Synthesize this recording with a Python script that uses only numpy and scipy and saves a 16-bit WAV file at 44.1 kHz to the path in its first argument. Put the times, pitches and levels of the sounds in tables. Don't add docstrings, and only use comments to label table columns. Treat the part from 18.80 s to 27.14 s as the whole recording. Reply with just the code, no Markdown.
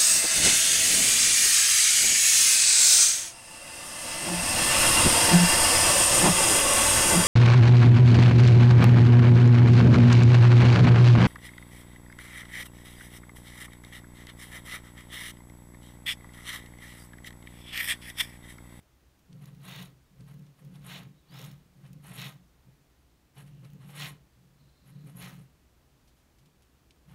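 import sys
import numpy as np
from scipy import signal
from scipy.fft import rfft, irfft
from scipy.io import wavfile
from scipy.ndimage import uniform_filter1d

SR = 44100
rng = np.random.default_rng(int(sys.argv[2]) if len(sys.argv) > 2 else 0)


def bounce(signal):
    frames = np.transpose(np.atleast_2d(signal))
    limited = np.clip(frames, -1, 1)
    pcm = np.round(limited * 32767).astype(np.int16)
    wavfile.write(sys.argv[1], SR, pcm)


N = 367794
TIME = np.arange(N) / SR
FREQ_HZ = np.maximum(np.arange(N // 2 + 1) * SR / N, 1)


def gain(db):
    return 10 ** (np.asarray(db) / 20)


def through(x, response):
    return irfft(rfft(x) * response, N)


def unit(x, band=(20, 20000)):
    inside = (FREQ_HZ > band[0]) & (FREQ_HZ < band[1])
    return x / np.std(through(x, inside))


def colour(points):
    hz, db = np.transpose(points)
    outline = gain(np.interp(np.log(FREQ_HZ), np.log(hz), db))
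    cepstrum = irfft(np.log(outline), N)
    cepstrum[1:N // 2] *= 2
    cepstrum[N // 2 + 1:] = 0
    return np.exp(rfft(cepstrum))


def mode(hz, width):
    return 1 / (1 + 1j * (FREQ_HZ ** 2 - hz ** 2) / (FREQ_HZ * width))


def resonances(modes):
    return sum((-1) ** k * gain(db) * mode(hz, width) for k, (hz, width, db) in enumerate(modes))


def wander(hz):
    return unit(through(rng.standard_normal(N), 1 / (1 + (FREQ_HZ / hz) ** 4)), band=(0, 20000))


def impacts(per_s, spread_db):
    chance = np.clip(per_s / SR, 1e-5, 1)
    size = rng.choice([-1, 1], N) * gain(spread_db * np.clip(rng.standard_normal(N), -2, 2))
    return (rng.random(N) < chance) * size / np.std(size) / np.sqrt(chance)


def steady(x, seconds):
    return x / np.sqrt(uniform_filter1d(x ** 2, max(int(seconds * SR), 2)) + 1e-12)


def ring(hits, t60, share):
    fade = np.exp(-2 * np.log(1000) / (t60 * SR))
    energy = signal.lfilter([1 - fade], [1, -fade], hits ** 2 + 1e-24)
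    return hits + share * np.sqrt(energy) * rng.standard_normal(N)


def knocks(events, outline, t60, share):
    blows = np.zeros(N)
    for start, db in events:
        blows[int(start * SR)] += gain(db)
    return through(ring(blows, t60, share), colour(outline))


def swell(start, length, rise_db_s, fall_db_s):
    before = np.clip(start - TIME, 0, 1)
    after = np.clip(TIME - start - length, 0, 1)
    return gain(-rise_db_s * before - fall_db_s * after)


# (frequency [Hz], relative level [dB])
ROOM_COLOUR = [(20, -15), (30, -2.5), (44, -7), (62, 6.5), (90, -7), (135, -3.5), (190, -10.5), (280, -9),
               (450, -16), (2000, -24), (6500, -29.5), (10500, -33), (12000, -32), (16000, -33.5)]
def room_tone(level_db=-64):
    drift_db = .3 * wander(1)
    return unit(through(rng.standard_normal(N), colour(ROOM_COLOUR))) * gain(level_db + drift_db)


def room_echo(x, t60, echo_db, dull_above_hz):
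    tail = rng.standard_normal(N) * gain(-60 * np.minimum(TIME / t60, 10)) * (TIME > .005)
    dulled = through(x, 1 / (1 + 1j * FREQ_HZ / dull_above_hz))
    echo = signal.fftconvolve(dulled, tail[:SR] / np.linalg.norm(tail))[:N]
    return x + gain(echo_db) * echo


# (time [s], level [dB], fade time [s])
SCUFFS = [(7.276, -67, 0.025), (7.366, -75, 0.074), (7.585, -69, 0.017), (7.656, -67, 0.012),
          (7.821, -66.5, 0.017)]
# (frequency [Hz], relative level [dB])
SCUFF_COLOUR = [(200, -4), (1000, -8), (3000, 8), (5500, 5), (7600, 2), (11500, 1), (16000, -12)]
def finger_scuffs():
    touch = sum(gain(db) * (TIME > start) * np.exp(-abs(TIME - start) / fade)
                for start, db, fade in SCUFFS)
    return touch * unit(through(impacts(per_s=1800, spread_db=2.5), colour(SCUFF_COLOUR)))


# (time [s], strength [dB])
TICKS = [(0.529, -67), (1.4073, -67), (1.6656, -71), (1.957, -68), (3.064, -71), (4.6753, -72),
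         (4.8474, -68.5), (8.108, -63.5)]
# (frequency [Hz], boost [dB])
TICK_COLOUR = [(200, -48), (1000, -19), (2200, 31), (3800, 33.5), (5800, 29), (7500, 21), (9000, 28),
               (12000, -9), (16000, -50)]
def handling_ticks():
    return knocks(TICKS, TICK_COLOUR, t60=0.031, share=1.24)


# (time [s], length [s], pitch [Hz], level [dB])
SINGING = [(4.685, 0.26, 2840, -77.5), (5.8, 0.44, 4040, -78)]
def singing(width_hz=350):
    rubbing = impacts(per_s=1600, spread_db=3)
    return sum(gain(db) * swell(start, length, rise_db_s=250, fall_db_s=250)
               * unit(through(rubbing, mode(hz, width_hz))) for start, length, hz, db in SINGING)


# (time [s], pitch [Hz], level [dB])
SQUEAK = [(2.34, 3620, -83), (2.39, 3900, -75), (2.435, 3460, -83), (2.48, 4280, -73), (2.53, 4920, -64),
          (2.585, 5400, -59), (2.64, 5400, -77), (2.72, 5340, -70.5), (2.74, 5400, -86)]
def squeak():
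    times, hz, db = np.transpose(SQUEAK)
    pitch = np.interp(TIME, times, hz) * (1 + .015 * wander(580))
    volume = gain(np.interp(TIME, times, db) + 3.5 * wander(50))
    sounding = (TIME > times[0]) & (TIME < times[-1])
    return volume * sounding * np.sin(2 * np.pi * np.cumsum(pitch) / SR)


# (time [s], strength [dB])
CLACKS = [(0.392, -50), (0.657, -39), (0.748, -51), (1.0244, -34), (1.5414, -49), (1.5953, -52),
          (1.8487, -46), (2.2326, -44), (2.5416, -45.5), (2.5925, -35.5), (2.646, -38), (2.714, -42),
          (3.1312, -40.5), (3.4176, -40.5), (3.4464, -46.5), (4.902, -49), (4.934, -47), (5.209, -31),
          (5.2609, -44), (6.413, -39.5)]
# (frequency [Hz], boost [dB])
CLICK_COLOUR = [(500, -51), (2000, 3), (4000, 4), (5500, 1), (6700, 7.5), (7600, -3.5), (9500, 2.5),
                (11000, -2.5), (12600, 6), (13700, 1), (15000, 2.5), (16000, 3)]
def ball_clacks():
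    return knocks(CLACKS, CLICK_COLOUR, t60=0.026, share=1.5)


def clatter(drive):
    hits = impacts(per_s=150, spread_db=4) + gain(-3) * impacts(per_s=3000, spread_db=6)
    clicks = through(ring(hits, t60=0.012, share=2.1), colour(CLICK_COLOUR))
    return drive * unit(clicks, band=(13200, 15600))


# (pitch [Hz], width [Hz], relative level [dB])
CAP_MODES = [(6930, 140, -7), (8030, 820, -4), (9100, 130, -13), (9020, 580, 0.5), (9750, 500, -0.5),
             (10800, 430, 2.5), (11600, 240, 3.5), (12440, 220, 1.5)]
def sizzle(drive):
    hits = impacts(per_s=4100, spread_db=4.5) * gain(2.7 * wander(70))
    first = through(hits, resonances(CAP_MODES[::2]))
    second = through(hits, resonances(CAP_MODES[1::2]))
    lean_db = 3 * wander(6)
    grains = gain(lean_db) * first + gain(-lean_db) * second
    return drive * unit(steady(grains, seconds=.1), band=(8500, 12200))


# (pitch [Hz], width [Hz], relative level [dB])
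RAIL_MODES = [(1060, 22, 0), (1105, 25, -2), (1250, 30, -1), (1335, 30, -3), (1567, 18, -3), (1679, 18, -3),
              (1892, 16, 2), (1948, 18, -2), (2002, 18, -2), (2150, 35, 0), (2395, 25, -1), (2602, 22, 1),
              (2772, 16, 2), (2992, 28, 2), (3067, 20, 0), (3415, 30, 2), (3690, 40, 2), (3806, 16, 2),
              (3930, 25, 0), (4108, 18, 1), (4325, 18, -3), (4520, 40, -6)]
# (frequency [Hz], relative level [dB])
GRIND_COLOUR = [(150, -26), (300, -3.5), (800, 2), (1200, -1.5), (1700, 0), (2100, 0.5), (3000, 1),
                (4050, 0.5), (4950, -19), (5450, -5.5), (6100, -19), (6600, -11), (7600, -17), (16000, -36)]
def grind(drive, block_gain):
    per_s = 1200 + 6000 * np.sqrt(drive / drive.max())
    hits = impacts(per_s, spread_db=2) * gain(wander(76))
    body = through(ring(hits, t60=0.01, share=3.5), colour(GRIND_COLOUR))
    rail = through(hits, resonances(RAIL_MODES))
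    sound = unit(unit(body) + gain(-3) * unit(rail), band=(600, 4500))
    sound = sound + (block_gain - 1) * through(sound, mode(hz=3700, width=1000))
    dull = through(sound, 1 / (1 + (FREQ_HZ / 1750) ** 6))
    bite = np.clip(drive / gain(-51), .55, 2.1)
    return drive * (dull + bite * (sound - dull)) / np.sqrt(0.2 + 0.57 * bite ** 2)


# (pitch [Hz], width [Hz], relative level [dB])
FRAME_MODES = [(130, 15, -2.5), (145.5, 11, 1.5), (180, 12, -2.5), (195, 12, -15), (245, 35, -23),
               (279, 28, -22), (340, 25, -27), (428, 30, -27), (525, 50, -30)]
def frame_drone(drive, throb_db=1.5, throb_hz=13):
    power = sum((gain(db) * abs(mode(hz, width)) ** 2) ** 2 for hz, width, db in FRAME_MODES)
    hum = through(impacts(per_s=900, spread_db=3), np.sqrt(power))
    return drive * steady(hum, seconds=.07) * gain(throb_db * wander(throb_hz))


# (time [s], length [s], drone level [dB])
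PUSHES = [(0.517, .56, -48.5), (1.327, 0.035, -59), (1.406, 0.072, -48), (1.502, 0.15, -48.5),
          (1.826, 0.44, -47), (2.522, 0.2, -46), (2.857, 0.022, -63), (2.969, 0.59, -50.5),
          (3.88, .03, -57.5), (4.482, .02, -67), (4.58, 0.76, -49.5), (5.57, 0.32, -62),
          (6.043, 0.069, -56), (6.136, 0.47, -47.5), (7.62, 0.066, -63), (8.287, .1, -52)]
# (time [s], length [s], grind [dB], sizzle [dB])
CATCHES = [(0.62, 0.019, -63.5, -71), (0.67, 0.018, -64, -72), (1.383, 0.031, -74, -79),
           (1.481, 0.042, -65, -72.5), (1.792, 0.0089, -68, -74), (1.945, 0.013, -64, -68),
           (3.045, 0.028, -66, -75.5), (3.248, 0.11, -56, -60), (4.572, 0.04, -58, -63.5),
           (4.668, 0.014, -70, -73.5), (4.845, 0.0099, -61.5, -71), (5.014, 0.04, -63, -73),
           (5.091, 0.013, -59.5, -59.5), (6.069, 0.028, -67.5, -70), (6.275, 0.022, -63.5, -66.5),
           (6.587, 0.031, -72, -73), (8.294, .05, -66.5, -76)]
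# (time [s], length [s], fall [dB/s], grind [dB], sizzle going in [dB],
# sizzle coming out [dB], clatter [dB], block resonance [dB], frame shake [dB])
SCRAPES = [(0.883, 0.14, 285, -50.5, -58.5, -63.5, -65, 1.5, -51),
           (2.102, 0.073, 242, -48, -53.5, -67, -66.5, -1, -58),
           (2.552, 0.09, 154, -54.5, -72, -65, -67, 1, -65),
           (3.391, 0.072, 260, -46, -52, -57.5, -62.5, -0.5, -44),
           (5.202, 0.057, 278, -40.5, -51.5, -51, -62, -4.5, -46),
           (6.423, 0.029, 145, -48.5, -50, -59, -63.5, -8, -65)]
def carriage_travel(sizzle_lead_s=0.03, sizzle_lag_s=0.028, sizzle_sag_db=7.5):
    drone = sum((gain(db) * swell(start, length, rise_db_s=553, fall_db_s=158)) ** 2
                for start, length, db in PUSHES)
    grinding = drone * gain(-27.5) ** 2
    sizzling = drone * gain(-41) ** 2
    clattering = drone * gain(-41) ** 2
    for start, length, grind_db, sizzle_db in CATCHES:
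        catch = swell(start, length, rise_db_s=752, fall_db_s=450)
        grinding += (gain(grind_db) * catch) ** 2
        sizzling += (gain(sizzle_db) * catch) ** 2
        clattering += (gain(sizzle_db - 15) * catch) ** 2
    block = grinding * gain(-6.5)
    for start, length, fall, grind_db, in_db, out_db, clatter_db, block_db, shake_db in SCRAPES:
        speed = swell(start, length, rise_db_s=278, fall_db_s=fall)
        skid = (gain(grind_db) * speed) ** 2
        grinding += skid
        block += skid * gain(block_db)
        drone += (gain(shake_db) * speed) ** 2
        early = start - sizzle_lead_s
        span = sizzle_lead_s + length + sizzle_lag_s
        progress = np.clip((TIME - early) / span, 0, 1)
        sizzle_db = in_db + (out_db - in_db) * progress - sizzle_sag_db * np.sin(np.pi * progress)
        sizzling += (gain(sizzle_db) * swell(early, span, rise_db_s=480, fall_db_s=1.7 * fall)) ** 2
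        rattle = swell(start + 0.004, length, rise_db_s=298, fall_db_s=fall)
        clattering += (gain(clatter_db) * rattle) ** 2
    block_gain = block / grinding
    return np.sqrt(drone), np.sqrt(grinding), np.sqrt(sizzling), np.sqrt(clattering), block_gain


def scene():
    drone, grinding, sizzling, clattering, block_gain = carriage_travel()
    blows = ball_clacks() + handling_ticks()
    rolling = grind(grinding, block_gain) + sizzle(sizzling) + clatter(clattering)
    rubbing = squeak() + singing() + finger_scuffs()
    metal = room_echo(blows + rolling + rubbing, t60=.25, echo_db=-17, dull_above_hz=6000)
    return (metal + frame_drone(drone) + room_tone())[None]


def record(dry):
    top_hz = 15650
    return signal.sosfilt(signal.ellip(10, .2, 70, top_hz, fs=SR, output="sos"), dry)


dry = scene()
out = record(dry)
bounce(out)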